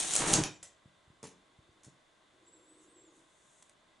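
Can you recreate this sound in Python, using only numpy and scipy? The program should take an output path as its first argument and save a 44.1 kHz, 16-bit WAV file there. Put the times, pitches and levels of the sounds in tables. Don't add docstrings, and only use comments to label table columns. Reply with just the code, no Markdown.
import sys
import numpy as np
from scipy import signal
from scipy.fft import rfft, irfft, next_fast_len
from scipy.io import wavfile
from scipy.ndimage import uniform_filter1d

SR = 44100
rng = np.random.default_rng(int(sys.argv[2]) if len(sys.argv) > 2 else 0)


def to_wav(sig):
    pcm = np.clip(np.atleast_2d(sig), -1, 1) * 32767
    pcm = np.round(pcm).astype(np.int16)
    wavfile.write(sys.argv[1], SR, pcm.T)


N = 176400
T = np.arange(N) / SR

# f/Hz, width/Hz, level/dB
CANOPY_MODES = [(139, 16, 1), (327.5, 22, 12), (407, 15, -1.5), (766, 61, 2.5)]
# f/Hz, level/dB
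JOINT_TONE = [(400, -5.5), (4700, -8.5), (6300, -0.5), (11000, -6)]
# f/Hz, level/dB
CLICK_TONE = [(100, -16.5), (500, -4.5), (2300, -6.5), (3600, -4), (4900, -8), (6500, 0), (11000, -7)]


def runner(per_s=6000, spread_db=3):
    # t/s, level/dB
    slide = [(0, -32.5), (.06, -37), (.145, -32.5), (.195, -32), (.255, -38.5), (.285, -31.5), (.325, -33),
             (.36, -32), (.40, -42), (.48, -59.5)]
    # f/Hz, level/dB
    steel = [(1000, -15.5), (2600, -10.5), (3800, -7), (4900, -12), (5800, -6.5), (6700, -1), (7600, -5),
             (8700, -2), (10000, -9), (11000, -13)]
    mid, side = [colour(grains(per_s, spread_db) * level(slide), steel) for _ in range(2)]
    return stereo(mid, side, pan_db=0.5)


def cloth(per_s=2500, spread_db=3, ring_db=-6.5):
    # t/s, level/dB
    unfold = [(0, -48.5), (.14, -50), (.2, -39), (.28, -35), (.35, -37.5), (.395, -38), (.43, -46),
              (.465, -45.5), (.51, -54.5)]
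    # f/Hz, level/dB
    rustle = [(100, -16), (300, -3), (800, 0.5), (2300, -6.5), (3600, -10.5), (11000, -27.5)]
    folds = np.array([grains(per_s, spread_db) for _ in range(2)]) * level(unfold)
    folds = folds + from_db(ring_db) * canopy_ring(folds)
    return stereo(*colour(folds, rustle), pan_db=-1.25, side_db=-7)


def canopy(per_s=700, spread_db=2):
    # t/s, level/dB
    fill = [(0, -58.5), (.13, -61), (.2, -39), (.27, -39.5), (.322, -32.5), (.385, -27), (.41, -31.5),
            (.46, -43), (.5, -76)]
    # f/Hz, level/dB
    body = [(20, -6), (85, -9.5), (135, 2), (260, -3.5), (600, -13), (1200, -26), (4000, -44.5)]
    flaps = grains(per_s, spread_db)
    return rms_one(colour(flaps + canopy_ring(flaps), body)) * level(fill)


def canopy_ring(x):
    return sum(from_db(db) * resonate(x, hz, width) for hz, width, db in CANOPY_MODES)


def catch():
    # t/s, level/dB, f/Hz, decay/ms
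    snaps = [(.3356, -20, 3670, 1.73), (.3376, -13, 6400, 2), (.4371, -24, 3760, 2)]
    return contacts(snaps, CLICK_TONE, ring_width_hz=2200, ring_db=-4)


def ribs():
    # t/s, level/dB, f/Hz, decay/ms
    clashes = [(.0015, -25, 8750, 2), (.1362, -26.5, 7850, 4), (.1534, -21.5, 8900, 2.7),
               (.1628, -19, 8200, 3.8), (.3322, -20.5, 9700, 2)]
    return contacts(clashes, JOINT_TONE, ring_width_hz=1400, ring_db=2.5)


def joints():
    # t/s, level/dB, f/Hz, decay/ms
    slips = [(.6283, -42, 7800, 6.7), (1.2296, -43.5, 6800, 2.7), (1.24, -53, 7100, 13),
             (1.271, -46.5, 8800, 1.5), (1.8335, -57, 7040, 6), (1.8455, -53.5, 7060, 7.2)]
    return contacts(slips, JOINT_TONE, ring_width_hz=3000, ring_db=-10)


def frame_knocks(crack_db=-3, crack_s=0.016):
    # t/s, level/dB, top f/Hz
    blows = [(1.2306, -47.5, 600), (1.2395, -44.5, 2000), (1.253, -44.5, 616), (1.2748, -51.5, 300)]
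    # f/Hz, level/dB, t60/s
    modes = [(191, -2, 0.17), (273, -3.5, 0.054), (436, 10.5, 0.013), (885, 1.5, 0.023), (1113, -15, 0.11)]
    out, age = np.zeros(N), T[:SR // 2]
    for s, db, top_hz in blows:
        crack = rng.standard_normal(len(age)) * np.exp(-age / crack_s)
        knock = from_db(crack_db) * resonate(crack, hz=2400, width_hz=2800)
        for hz, mode_db, t60 in modes:
            reach = 1 / np.hypot(1, (hz / top_hz) ** 2)
            decay = from_db(mode_db + rng.normal(0, 1) - 60 * age / t60)
            knock += reach * decay * np.sin(2 * np.pi * hz * age)
        out[int(s * SR):][:len(age)] += from_db(db) * knock
    return low_cut(out, hz=140)


def handle_bumps(ring_db=-4):
    # t/s, level/dB, width/ms
    bumps = [(0.857, -45.5, 0.93), (1.076, -53.5, 1.8), (1.102, -48.5, 0.86), (1.588, -48, 1.5),
             (1.691, -56, 1.7), (1.8663, -48, 1.05), (1.876, -47.5, 0.76), (1.883, -46, 0.59)]
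    push = np.zeros(N)
    for s, db, width_ms in bumps:
        u = np.clip(1000 * (T - s) / width_ms, 0, 60)
        push += from_db(db) * u * u * (u - 3) * np.exp(-u)
    push = low_cut(push, hz=65)
    return push + from_db(ring_db) * resonate(push, hz=140, width_hz=40)


def handle_ticks():
    # t/s, level/dB, f/Hz, decay/ms
    ticks = [(3.6248, -52, 8140, 5.1), (3.6947, -56.5, 8800, 5.1)]
    return contacts(ticks, CLICK_TONE, ring_width_hz=610, ring_db=-7)


def rub():
    # t/s, level/dB
    drone_curve = [(1.3, -77), (1.6, -77.5), (1.86, -74.5), (2.0, -80), (2.3, -98), (2.35, -70.5),
                   (2.85, -66.5), (3.22, -68.5), (3.3, -87)]
    hiss_curve = [(2.3, -90), (2.76, -81), (2.84, -67.5), (2.89, -85), (3.08, -82), (3.17, -69.5),
                  (3.26, -78), (3.35, -73.5), (3.6, -68.5), (3.74, -79)]
    # f/Hz, level/dB
    drone_tone = [(150, -30), (255, -18), (315, 2), (385, -5), (420, -16), (490, -6.5), (720, -39)]
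    hiss_tone = [(4000, -25.5), (6600, 3.5), (8400, 2), (11000, -8)]
    drone = colour(rng.standard_normal(N), drone_tone) * level(drone_curve)
    hiss = colour(rng.standard_normal((2, N)), hiss_tone) * level(hiss_curve)
    return drone + stereo(*hiss, pan_db=1)


def weave_zips(waver_hz=35, waver_db=2.2, jitter_hz=60):
    # t/s, f/Hz, level/dB
    main_zip = [(2.42, 6510, -99), (2.478, 7768, -66.5), (2.512, 7130, -82), (2.538, 8020, -54.5),
                (2.558, 7480, -72), (2.646, 7540, -75.5), (2.705, 8000, -66), (2.785, 8120, -70),
                (2.862, 7070, -74), (2.905, 8350, -75.5), (2.973, 7520, -68.5), (3.042, 7640, -69),
                (3.12, 6416, -80)]
    high_arch = [(2.57, 10060, -88), (2.665, 10120, -86), (2.725, 11050, -85), (2.775, 10120, -85),
                 (2.95, 10100, -87)]
    falling_slip = [(.52, 8200, -68), (.578, 6900, -66.5)]
    out = np.zeros(N)
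    for glide in (main_zip, high_arch, falling_slip):
        s, hz, _ = np.transpose(glide)
        speed = wobble(length_s=0.025)
        pitch = np.interp(T, s, hz) + waver_hz * speed + jitter_hz * wobble(length_s=0.00074)
        whistle = np.sqrt(2) * np.sin(2 * np.pi * np.cumsum(pitch) / SR)
        out += level(glide) * from_db(waver_db * speed) * whistle
    return out


def room(x, wet_db, build_s=0.004, side_db=-11.5):
    # f/Hz, t60/s
    t60 = [(100, 0.49), (4000, 0.32), (11000, 0.18)]
    t, tail = T[:SR * 3 // 4], 0
    edges = np.geomspace(60, 15360, 9)
    for low, high in zip(edges, edges[1:]):
        octave = signal.butter(2, [low, high], "band", fs=SR, output="sos")
        band = signal.sosfilt(octave, rng.standard_normal((2, len(t))))
        tail = tail + band * from_db(-60 * t / at_hz(t60, np.sqrt(low * high)))
    tail = tail * (1 - np.exp(-t / build_s))
    mid, side = tail / np.sqrt(np.sum(tail[0] ** 2))
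    walls = mid + from_db(side_db) * side * [[1], [-1]]
    return x + from_db(wet_db) * signal.fftconvolve(np.atleast_2d(x), walls, axes=1)[:, :N]


def room_tone(level_db=-68.5, peaks_db=3):
    # f/Hz, level/dB
    air = [(25, -6.5), (160, -1.5), (470, -4), (1050, -4), (2300, -10.5), (3700, -8), (5200, -17.5),
           (7500, -15), (11000, -23.5)]
    peaks = [(325, -5.5), (620, -2.5), (1060, -2.5), (1570, -4), (2000, -1), (3500, -3.5)]
    noise = rng.standard_normal((2, N))
    ring = sum(from_db(peaks_db + db) * resonate(noise, hz, width_hz=45 + 0.04 * hz) for hz, db in peaks)
    mid, side = from_db(level_db) * rms_one(colour(noise + ring, air))
    return stereo(mid, side, pan_db=0)


def contacts(rows, spectrum, ring_width_hz, ring_db):
    out, t = np.zeros(N + SR), T[:SR // 10]
    for s, db, hz, decay_ms in rows:
        chatter = rng.choice([-1., 1.], len(t))
        ring = rms_one(resonate(chatter, hz, ring_width_hz))
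        burst = rms_one(chatter + from_db(ring_db) * ring)
        out[int(s * SR):][:len(t)] += from_db(db) * burst * np.exp(-(1000 * t / decay_ms) ** 2)
    return colour(out[:N], spectrum)


def grains(per_s, spread_db):
    sizes = from_db(spread_db * np.minimum(rng.exponential(1, N), 4)) * rng.choice([-1, 1], N)
    return rms_one(sizes * (rng.random(N) < per_s / SR))


def wobble(length_s):
    return rms_one(uniform_filter1d(rng.standard_normal(N), int(length_s * SR)))


def stereo(mid, side, pan_db, side_db=0):
    # f/Hz, side level/dB
    width = [(300, -8), (600, -4.5), (1100, -4.5), (11000, -10.5)]
    sign = np.array([[1], [-1]])
    side = from_db(side_db) * colour(side, width, keep_power=False)
    return (mid + sign * side) * from_db(sign * pan_db / 2)


def colour(x, spectrum, keep_power=True):
    size = next_fast_len(N + SR // 4, real=True) // 2 * 2
    gain = from_db(at_hz(spectrum, np.arange(size // 2 + 1) * SR / size))
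    cepstrum = irfft(np.log(rms_one(gain) if keep_power else gain))
    cepstrum[1:size // 2] *= 2
    cepstrum[size // 2 + 1:] = 0
    return irfft(rfft(x, size) * np.exp(rfft(cepstrum)))[..., :N]


def resonate(x, hz, width_hz):
    r = np.exp(-np.pi * width_hz / SR)
    feedback = [1, -2 * r * np.cos(2 * np.pi * hz / SR), r * r]
    return signal.lfilter(np.array([1, 0, -1]) * (1 - r * r) / 2, feedback, x + 1e-18)


def low_cut(x, hz):
    return signal.sosfilt(signal.butter(2, hz, "high", fs=SR, output="sos"), x)


def level(rows):
    rows = np.array(rows)
    return from_db(np.interp(T, rows[:, 0], rows[:, -1], left=-140, right=-140))


def at_hz(points, hz):
    points = np.array(points)
    return np.interp(np.log(hz + 1), np.log(points[:, 0]), points[:, 1])


def from_db(db):
    return 10 ** (np.asarray(db) / 20)


def rms_one(x):
    return x / np.sqrt(np.mean(x ** 2) + 1e-20)


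def scene():
    opening = room(runner() + cloth() + canopy(), wet_db=-16.5)
    clatter = room(ribs(), wet_db=-10) + room(catch(), wet_db=-3)
    settling = room(joints(), wet_db=-1.5) + room(frame_knocks(), wet_db=-11)
    handle = room(handle_ticks() + handle_bumps(), wet_db=-14)
    rubbing = rub() + room(weave_zips(), wet_db=-10.5)
    return opening + clatter + settling + handle + rubbing + room_tone()


def record(dry):
    cutoff_hz = 11100
    return signal.sosfilt(signal.ellip(12, .1, 80, cutoff_hz, fs=SR, output="sos"), dry)


dry = scene()
out = record(dry)
to_wav(out)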